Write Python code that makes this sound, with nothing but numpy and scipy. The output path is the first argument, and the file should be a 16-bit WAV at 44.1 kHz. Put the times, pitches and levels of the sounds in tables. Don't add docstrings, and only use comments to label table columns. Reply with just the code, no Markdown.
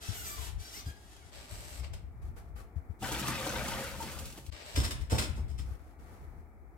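import sys
import numpy as np
from scipy import signal
from scipy.fft import rfft, irfft, next_fast_len
from scipy.io import wavfile
from scipy.ndimage import map_coordinates

SR = 44100
rng = np.random.default_rng(int(sys.argv[2]) if len(sys.argv) > 2 else 0)


def pcm_store(signal):
    levels = np.round(np.clip(np.atleast_2d(signal), -1, 1) * 32767)
    wavfile.write(sys.argv[1], SR, levels.astype(np.int16).T)


N = 298557

# time in seconds, flow in dB.
FLOW = [(2.99, -43), (3.029, -1), (3.11, 0), (3.52, -0.5), (3.84, -2), (3.97, -11.5), (4.02, -5.5),
        (4.25, -10), (4.33, -18.5), (4.39, -18), (4.44, -33), (4.499, -33.5)]
# frequency in Hz, left minus right in dB.
TUB_BALANCE = [(60, -3), (110, 0), (200, 0), (380, 2), (700, 2), (1290, 4.5), (2380, 4.5), (4400, 0.5),
               (8120, -2.5), (15000, -3.5)]
# frequency in Hz, left minus right in dB.
LEFT_BALANCE = [(60, 3), (110, 13), (200, 0), (380, 12), (700, 3), (1290, 4.5), (2380, 4.5), (4400, 1),
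                (8120, -1.0), (15000, 0)]


def amp(db):
    return 10 ** (np.asarray(db) / 20)


def unit(x):
    return x / np.sqrt(np.mean(x ** 2) + 1e-20)


def along(points, hz):
    f, v = np.transpose(points)
    return np.interp(np.log(hz + 1), np.log(f + 1), v)


def levels(rows):
    return np.interp(np.arange(N) / SR, *np.transpose(rows), left=-200, right=-200)


def wobble(rate):
    knots = rng.standard_normal(int(N * rate / SR) + 4)
    return map_coordinates(knots, [np.arange(N) * rate / SR])


def filtered(x, response):
    m = next_fast_len(N + SR // 2)
    return irfft(rfft(x, m) * response(np.fft.rfftfreq(m, 1 / SR)), m)[..., :N]


def coloured(x, spectrum):
    size = 8192
    gain = amp(along(spectrum, np.fft.rfftfreq(size, 1 / SR)))
    cepstrum = irfft(np.log(np.maximum(gain, 1e-6)))
    cepstrum[1:size // 2] *= 2
    cepstrum[size // 2 + 1:] = 0
    kernel = irfft(np.exp(rfft(cepstrum)))
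    kernel = kernel[None] / np.linalg.norm(kernel)
    return signal.fftconvolve(np.atleast_2d(x), kernel, axes=1)[:, :N]


def resonate(x, modes):
    def response(f):
        return sum(amp(db) * 1j * f * w / (c * c - f * f + 1j * f * w) for c, w, db in modes)
    return filtered(x, response)


def add(track, s, sound):
    part = track[..., max(round(s * SR), 0):][..., :sound.shape[-1]]
    part += sound[..., :part.shape[-1]]


def diffuse(pair):
    # frequency in Hz, left-right correlation.
    likeness = [(60, 0.22), (250, 0.96), (600, 0.68), (1300, 0.058), (3000, 0.034)]

    def mid_and_side(hz):
        turn = np.arccos(np.clip(along(likeness, hz), -1, 1)) / 2
        return np.array([np.cos(turn), np.sin(turn)])
    mid, side = filtered(pair, mid_and_side)
    return np.array([mid + side, mid - side])


def placed(x, balance, lag_ms, wet_db, early=1.55):
    # frequency in Hz, time to fall by 60 dB in seconds.
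    decay_times = [(100, 1), (500, 0.43), (2000, 0.54), (5000, 0.29), (9000, 0.29), (15000, 0.28)]
    hz, t, z = signal.stft(rng.standard_normal((2, SR)), SR, nperseg=256)
    decay = amp(-60 * t / along(decay_times, hz)[:, None])
    decay = decay * (1 + early * np.exp(-t / 0.0033))
    z = z * decay / np.linalg.norm(decay, axis=1, keepdims=True)
    tail = signal.istft(z, SR, nperseg=256)[1]
    tail = tail / np.linalg.norm(tail[0])
    tail = np.pad(tail, ((0, 0), (SR // 600, 0)))
    echo = diffuse(signal.fftconvolve(np.atleast_2d(x), tail, axes=1)[:, :N])
    sides = np.array([[.5], [-.5]])
    direct = filtered(x, lambda f: np.exp(2j * np.pi * f * sides * lag_ms / 1000))
    both = (direct + amp(wet_db) * echo) / np.hypot(1, amp(wet_db))
    return filtered(both, lambda f: amp(sides * along(balance, f)))


def moving(x, balance, lag_ms, wet_db, count=3):
    turn = np.arange(N) / SR / .13

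    def share(k):
        return np.sqrt(np.maximum(1 - abs((turn - k) % count - 1), 0))
    return sum(placed(x * share(k), balance, lag_ms, wet_db) for k in range(count))


def spread(make, apart):
    share = np.clip(apart, 0, 1)
    return np.sqrt(1 - share) * make() + np.sqrt(share) * np.array([make(), make()])


def crackle(rate, spread_db):
    chance, size, sign = rng.random(N), rng.exponential(size=N), rng.standard_normal(N)
    hits = chance < rate / SR
    return unit(hits * amp(spread_db * np.minimum(size, 4)) * np.sign(sign))


def stroke(start, length, attack, release):
    age = np.arange(N) / SR - start
    swell = np.sin(np.pi / 2 * np.clip(age / attack, 0, 1)) ** 2
    return swell * np.exp(-np.maximum(age - length, 0) / release)


def strokes(rows, attack, release):
    return np.sqrt(sum((amp(db) * stroke(s, length, attack, release)) ** 2 for s, length, db in rows))


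def room_noise():
    # frequency in Hz, level in dB.
    air_colour = [(88, -38.5), (150, -5.5), (259, -3.5), (315, -3), (474, -9), (610, -13.5), (673, -6.5),
                  (771, -9), (866, -9), (1070, -16.5), (1330, -12.5), (1520, -20), (2300, -19.5),
                  (2790, -42.5), (15800, -37)]
    air = unit(diffuse(coloured(rng.standard_normal((2, N)), air_colour)))
    return air * amp(-61 + 1.3 * wobble(3.9)) * amp([[1], [-1]])


def weave(rate, width_hz, between_db, slope_db, count=20):
    # frequency in Hz, level in dB.
    zip_colour = [(600, -12), (1300, 0.5), (2400, 4), (3600, 2), (6000, 11), (8500, -24), (14000, -16.5)]
    t = np.arange(len(rate)) / SR
    phase = 2 * np.pi * np.cumsum(rate * (1 + 0.0081 * wobble(120)[:len(t)])) / SR

    def fuzz():
        return np.interp(t * width_hz, np.arange(SR), rng.standard_normal(SR))
    tone = 0
    for k in range(2, count + 1):
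        line_db = along(zip_colour, rate * k / 2) + between_db * (k % 2) + slope_db * np.log2(k / 2)
        line = fuzz() * np.cos(k * phase / 2) + fuzz() * np.sin(k * phase / 2)
        tone = tone + amp(line_db) * line
    return unit(tone)


def brushing():
    # start in seconds, length in seconds,
    # swish in dB, fine hiss in dB, zip in dB, zip tilt in dB per octave, ribs passing per second
    brush_parts = [(-.005, .135, -49, -57.5, -51, 0.5, 1297, 1350),
                   (0.116, 0.14, -53.5, -47.5, -50, -5.5, 1564, 1333),
                   (.23, .12, -54, -45.5, -48, -5.5, 1217, 1156),
                   (0.347, 0.14, -48.5, -53.5, -54, -11, 1119, 860),
                   (0.573, 0.14, -54.5, -60, -54.5, 0, 765, 782),
                   (0.703, .1, -54.5, -51.5, -47, 0, 827, 1228),
                   (.835, 0.072, -56.5, -60, -54.5, -5, 1618, 1634),
                   (0.933, 0.2, -64.5, -74, -71, -6, 995, 902),
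                   (1.098, 0.2, -65, -79.5, -66, -7.5, 947, 642)]
    # frequency in Hz, level in dB.
    cloth_colour = [(180, -48), (300, -3), (509, -6), (826, 1), (942, -11), (1170, -4.5), (1600, -4),
                    (2340, -6), (3180, -1.5), (10000, -6.5), (13000, -15), (22000, -120)]
    # frequency in Hz, level in dB.
    hiss_colour = [(4410, -18.5), (7500, -8), (8360, -5.5), (9040, -18), (13400, -7), (15800, -19.5)]
    attack_s, release_s = 0.038, 0.015
    hiss_arch_db, zip_arch_db = 8, 1.5
    swish, hiss, zipping = np.zeros((3, N))
    for s, length, swish_db, hiss_db, zip_db, tilt_db, first_hz, last_hz in brush_parts:
        contact = stroke(s, length, attack_s, release_s)
        progress = np.clip((np.arange(N) / SR - s) / length, 0, 1)
        off_middle = (2 * progress - 1) ** 2
        swish += contact * amp(swish_db)
        hiss += contact * amp(hiss_db - hiss_arch_db * off_middle)
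        span = slice(max(round(s * SR), 0), round((s + 2 * length) * SR))
        rate = first_hz * (last_hz / first_hz) ** progress[span]
        zip_gain = contact * amp(zip_db - zip_arch_db * off_middle)
        zipping[span] += zip_gain[span] * weave(rate, width_hz=75, between_db=-7.5, slope_db=tilt_db)
    fibre_noise = spread(lambda: crackle(rate=13000, spread_db=-0.5), apart=0.71)
    hiss_noise = spread(lambda: rng.standard_normal(N), apart=1.0)
    fibres = amp(1.5) * swish * unit(coloured(fibre_noise, cloth_colour))
    fibres += amp(2.0) * hiss * unit(coloured(hiss_noise, hiss_colour))
    cloth = fibres * amp(0.77 * wobble(33.3)) + zipping
    return placed(cloth, LEFT_BALANCE, lag_ms=0.406, wet_db=0.0)


def thuds():
    # start in seconds, level in dB ahead of a trim,
    # pitch in Hz, swell time in seconds, left minus right in dB.
    thud_rows = [(0.082, -32.5, 98.3, 0.014, 25.5), (0.36, -42, 62, 0.043, 24),
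                 (0.545, -36.5, 65, 0.024, 19), (0.851, -28.5, 71.8, 0.024, 4),
                 (0.86, -34.5, 133.4, 0.018, 0), (1.513, -41.5, 93, 0.017, 20),
                 (1.779, -30.5, 67, 0.033, 10), (2.031, -35.5, 64.3, 0.014, 11),
                 (2.276, -40.5, 65.7, 0.022, 18), (2.756, -29, 82, 0.016, 16.5),
                 (2.888, -33.5, 83, 0.015, 18), (4.475, -34, 71, 0.024, 22), (4.763, -17.5, 71.2, 0.03, 0),
                 (4.84, -19, 77.5, 0.0086, 3), (5, -32, 59.8, 0.022, 16.5), (5.115, -16.5, 78.4, 0.016, 0),
                 (5.186, -23.5, 71, 0.016, 2), (5.29, -25.5, 68, 0.013, 11), (5.378, -26.5, 68.6, 0.027, 6),
                 (5.689, -36.5, 66.5, 0.028, 17)]
    # start in seconds, length in seconds, level in dB.
    shakes = [(.08, .53, -49), (1.48, 1.15, -48.5), (3.0, 1.31, -47), (4.74, 0.963, -41),
              (5.78, 0.34, -54.5), (6.18, 0.245, -46)]
    # frequency in Hz, level in dB.
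    boom_colour = [(13, -45), (22, -28), (42, -5), (64, 0.5), (83, -5), (151, -21), (220, -29),
                   (290, -50.5), (480, -120)]
    attack_s, release_s, rest_db, swing_db = 0.017, 0.044, -55, 2
    floor, t = np.zeros((2, N)), np.arange(SR // 3) / SR
    for s, db, hz, swell, pan in thud_rows:
        age = t / swell
        phase = 2 * np.pi * hz * t + 0.47 * wobble(75)[:len(t)]
        push = (age * np.exp(1 - age)) ** 2
        overtone = 0.23 * push ** 2 * np.sin(1.9 * phase)
        thud = amp(db - 4.5) * (push * np.sin(phase) + overtone)
        add(floor[0], s, amp(pan / 2) * thud)
        add(floor[1], s, amp(-pan / 2) * thud)
    shaking = np.hypot(strokes(shakes, attack_s, release_s), amp(rest_db))
    boom = unit(diffuse(coloured(rng.standard_normal((2, N)), boom_colour)))
    rumble = shaking * amp(swing_db * wobble(12)) * boom
    return floor + rumble * amp([[2.4], [-2.4]])


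def bucket():
    # start in seconds, level in dB ahead of a trim,
    # decay time of the rattle in seconds.
    knocks = [(1.165, -35, 0.0019), (1.795, -37, 0.0064), (1.933, -38.5, 0.0067), (4.754, -25, 0.04),
              (4.833, -24, 0.022), (4.907, -26, .012), (5.0, -45.5, .03), (5.096, -29, 0.066),
              (5.181, -20.5, 0.0099), (5.191, -18.5, 0.0061), (5.211, -28, 0.021), (5.354, -44.5, 0.029),
              (5.478, -49.5, .042), (5.579, -37.5, 0.018)]
    # start in seconds, level in dB ahead of the filter.
    bump_rows = [(4.772, -25), (4.849, -35.5), (5.119, -20), (5.145, -26), (5.19, -36.5), (5.24, -42),
                 (5.373, -36.5), (5.59, -44)]
    # frequency in Hz, level in dB.
    clack_colour = [(240, -37), (400, 3.5), (425, -6.5), (752, -6), (824, -9.5), (918, -4.5), (1570, -7),
                    (2040, -8), (4760, -8), (5300, -10), (6280, -10.5), (8280, -10.5), (15800, -22)]
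    # frequency in Hz, level in dB.
    bump_colour = [(50, -25), (90, 0), (135, -4), (175, -11), (250, -5.5), (340, -7.5), (480, -14),
                   (620, -18), (760, -18), (1000, -24.5), (1600, -28), (3300, -48)]
    # frequency in Hz, width in Hz, level in dB ahead of a trim.
    plastic_modes = [(2100, 160, -2.5), (3320, 1400, -10.5), (5250, 110, 11.5), (8130, 440, 0.5)]
    # frequency in Hz, left minus right in dB.
    bucket_balance = [(60, 5), (110, -9.5), (200, 8), (380, -3), (700, 8), (1290, 0.5), (2380, 4.5),
                      (4400, 1), (8120, -2), (15000, -1)]
    rise_share = .2
    cracks, bumps, t = np.zeros((2, N)), np.zeros(N), np.arange(SR // 3) / SR

    def crunch():
        return rng.standard_normal(len(t)) * amp(2.9 * rng.standard_normal(len(t)))
    for s, db, length in knocks:
        rattle = spread(crunch, apart=0.47)
        envelope = np.exp(-t / length) * (1 - np.exp(-t / (rise_share * length)))
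        gain = amp(db - 8.5 + 2.9 * wobble(246.3)[:len(t)])
        add(cracks, s, gain * rattle * envelope)
    for s, db in bump_rows:
        envelope = np.exp(-t / 0.014) * (1 - np.exp(-t / 0.003))
        add(bumps, s, amp(db) * rng.standard_normal(len(t)) * envelope)
    clack = coloured(cracks, clack_colour)
    ringing = resonate(clack, plastic_modes)
    body = amp(0.5) * clack + amp(-2.5) * ringing + coloured(bumps, bump_colour)
    return moving(body, bucket_balance, lag_ms=0.396, wet_db=3)


def rubbing(spectrum, rate):
    return unit(coloured(spread(lambda: crackle(rate, spread_db=5.0), apart=0.96), spectrum))


def scraping():
    # start in seconds, length in seconds, level in dB, extra treble in dB.
    scrapes = [(1.305, 0.09, -51.5, 0), (1.387, 0.11, -55.5, 2), (1.481, 0.3, -52, 6.5),
               (1.816, 0.027, -46, -7), (1.916, 0.029, -52, -6), (4.48, 0.15, -49.5, -6),
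               (4.632, .14, -48.5, 0.5)]
    # frequency in Hz, level in dB.
    scrape_colour = [(290, -13), (500, -0.5), (639, 2), (1090, -5.5), (1190, -0.5), (1300, -7.5),
                     (1520, -4), (2790, -3), (3320, -5), (4560, -4), (6830, -11), (8010, -3.5), (9390, -17),
                     (13300, -15.5), (15800, -30)]
    # start in seconds, length in seconds,
    # level in dB ahead of a boost.
    rustles = [(2.0, 0.23, -88), (2.21, 0.076, -73.5), (2.355, 0.033, -63.5), (2.42, 0.073, -80.5),
               (2.55, 0.063, -65.5), (2.75, 0.033, -77), (2.89, 0.033, -81), (5.65, 0.1, -69.5),
               (5.78, 0.13, -77.5), (5.9, 0.033, -80), (5.98, 0.065, -74), (6.05, 0.1, -72),
               (6.15, 0.098, -75.5), (6.26, 0.15, -83.5)]
    # frequency in Hz, level in dB.
    rustle_colour = [(530, -5), (900, -6.5), (991, -26), (1140, -2), (1290, -8.5), (3250, -20),
                     (12400, -22.5), (15800, -30)]
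    attack_s, release_s, treble_hz = 0.04, 0.021, 6500
    grit, bright = np.zeros((2, N))
    for s, length, db, extra_db in scrapes:
        contact = stroke(s, length, attack_s, release_s)
        grit += amp(db) * contact
        bright += amp(db + extra_db) * contact
    slips = rubbing(scrape_colour, rate=7000)
    body = filtered(slips, lambda hz: 1 / (1 + (hz / treble_hz) ** 6))
    treble = slips - body
    tiles = placed(grit * body + bright * treble, LEFT_BALANCE, lag_ms=0.422, wet_db=-4)
    rustle = strokes(rustles, attack=0.017, release=0.02) * rubbing(rustle_colour, rate=7000)
    return tiles + placed(amp(11) * rustle, TUB_BALANCE, lag_ms=0.22, wet_db=-4.0)


def bubbles(centre_hz, octaves, cycles, rise, spread_db, count):
    first, last = FLOW[0][0], FLOW[-1][0]
    start = rng.uniform(first, last, (count, 1))
    hz = np.clip(centre_hz * 2 ** (octaves * rng.standard_normal((count, 1))), 450, 9000)
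    size = amp(spread_db * np.minimum(rng.exponential(size=(count, 1)), 3)) * np.sqrt(hz)
    turns = hz * np.arange(SR // 16) / SR
    age = turns / cycles
    tone = np.sin(2 * np.pi * turns * (1 + rise * np.minimum(age, 5) / 2))
    ring = size * tone * np.exp(-age) * (1 - np.exp(-2 * turns))
    where = (start * SR).astype(int) + np.arange(SR // 16)
    froth = np.bincount(where.ravel(), ring.ravel(), N)[:N]
    return unit(froth) * np.sqrt((last - first) * SR / N)


def stream():
    drum_db, churn_db, spray_db, hollow_db = -43, -39, -46, -43.5
    drum_grows, churn_grows, spray_grows, hollow_grows = 0.69, 1.13, .6, 0.8
    hollow_at_s, hollow_span_s, hollow_away_db = 3.75, 0.57, 9
    flow = levels(FLOW)
    away = ((np.arange(N) / SR - hollow_at_s) / hollow_span_s) ** 2
    drum = amp(drum_db + drum_grows * flow + 2.2 * wobble(14))
    churn = amp(churn_db + churn_grows * flow)
    spray = amp(spray_db + spray_grows * flow)
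    hollow = amp(hollow_db + hollow_grows * flow - hollow_away_db * away + 2.5 * wobble(20))
    return drum, churn, spray, hollow


def pour():
    # frequency in Hz, level in dB.
    wash_colour = [(180, -40), (300, -21.5), (448, -30), (527, -11), (590, -12), (904, -10), (987, -15),
                   (1440, -5), (1610, -10.5), (2620, -10.5), (6000, -14.5), (7800, -54), (13200, -120)]
    # frequency in Hz, level in dB.
    spray_colour = [(1470, -24), (2500, -5), (5800, -6), (8140, -4), (9420, -8), (12900, -9),
                    (15100, -13.5), (15800, -15)]
    # frequency in Hz, level in dB.
    drum_colour = [(53, -32), (90, -12.5), (129, 7), (173, -0.5), (240, 0.5), (280, -8.5), (329, -5.5),
                   (420, -9), (550, -50), (920, -120)]
    # frequency in Hz, width in Hz, level in dB ahead of a trim.
    tub_modes = [(782, 200, -3), (872, 81, -3), (1135, 13, -3), (1157, 52, -2), (1230, 51, -6),
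                 (1414, 46, -23), (2240, 15, -36), (2340, 31, -3), (2710, 75, -3)]
    # frequency in Hz, width in Hz, level in dB.
    hollow_mode = [(535, 22, 0)]
    # start in seconds, slap in dB, spray in dB, both ahead of trims.
    slap_rows = [(3.024, -24, -55), (3.117, -20.5, -31.5), (3.279, -22.5, -30.5), (3.465, -20, -38.5),
                 (3.533, -26, -45.5), (3.679, -30, -34.5), (4.001, -37, -49), (4.026, -25.5, -36.5),
                 (4.187, -36.5, -38.5), (4.375, -32.5, -46.5)]
    # start in seconds, level in dB ahead
    late_spatters = [(4.255, -41.5), (4.302, -48), (4.325, -48), (4.464, -49.5)]
    # start in seconds, pitch in Hz, level in dB ahead of
    # the envelope, decay time in seconds.
    gulp_rows = [(3.022, 777, -36.5, 0.021), (3.11, 895, -32.5, 0.0098), (3.46, 535, -29, 0.013),
                 (3.61, 1463, -40, 0.016), (3.64, 707, -38, 0.0094), (3.715, 1420, -35, 0.009),
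                 (3.997, 539, -41, 0.04), (4.002, 906, -31, 0.0082), (4.385, 554, -48, 0.013)]
    drum, churn, spray, hollow = stream()
    froth = bubbles(centre_hz=1590.5, octaves=.8, cycles=14.5, rise=0.0347, spread_db=4.5, count=900)
    wash = unit(coloured(crackle(rate=1200, spread_db=3.0), wash_colour))
    water = churn * amp(1.3 * wobble(28.26)) * (amp(-4.0) * froth + amp(-4.5) * wash)
    droplets = spread(lambda: crackle(rate=1700, spread_db=1), apart=1.0)
    drops = spray * amp(1.63 * wobble(45)) * unit(coloured(droplets, spray_colour))
    slaps, spatter, gulps = np.zeros((3, N))
    t = np.arange(SR // 8) / SR
    for s, db, spray_db in slap_rows:
        envelope = np.exp(-t / 0.0094) * (1 - np.exp(-t / 0.0011))
        burst = envelope * rng.standard_normal((2, len(t)))
        add(slaps, s, amp(db - 12.0) * burst[0])
        add(spatter, s, amp(spray_db - 0.5) * burst[1])
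    for s, db in late_spatters:
        add(spatter, s, amp(db) * np.exp(-t / 0.0057) * rng.standard_normal(len(t)))
    for s, hz, db, life in gulp_rows:
        envelope = np.exp(-t / life) * (1 - np.exp(-t / 0.0025))
        add(gulps, s, amp(db) * np.sin(2 * np.pi * hz * t) * envelope)
    slap_colour = [(120, -31.5), (300, 7.0), (560, -3), (1000, 1.0), (2500, -24.5), (8000, -44.5)]  # Hz, dB
    water = water + coloured(slaps, slap_colour)
    inside = amp(-2.0) * water + amp(-7.0) * resonate(water, tub_modes)
    inside = inside + drops + coloured(spatter, spray_colour) + gulps
    hollow_ring = unit(resonate(crackle(rate=500, spread_db=0.0), hollow_mode))
    drumming = unit(coloured(crackle(rate=400, spread_db=3), drum_colour))
    inside += amp(-1.0) * hollow * hollow_ring + amp(-2.5) * drum * drumming
    return moving(inside, TUB_BALANCE, lag_ms=0.049, wet_db=-1.0)


def scene():
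    return room_noise() + brushing() + thuds() + bucket() + scraping() + pour()


def record(dry):
    # time in seconds, level in dB.
    dip = [(4.5, 0), (4.505, -25), (4.511, -25), (4.525, 0)]
    top_hz = 15850
    gate = amp(np.interp(np.arange(N) / SR, *np.transpose(dip)))
    return filtered(dry * gate, lambda hz: hz < top_hz)


dry = scene()
out = record(dry)
pcm_store(out)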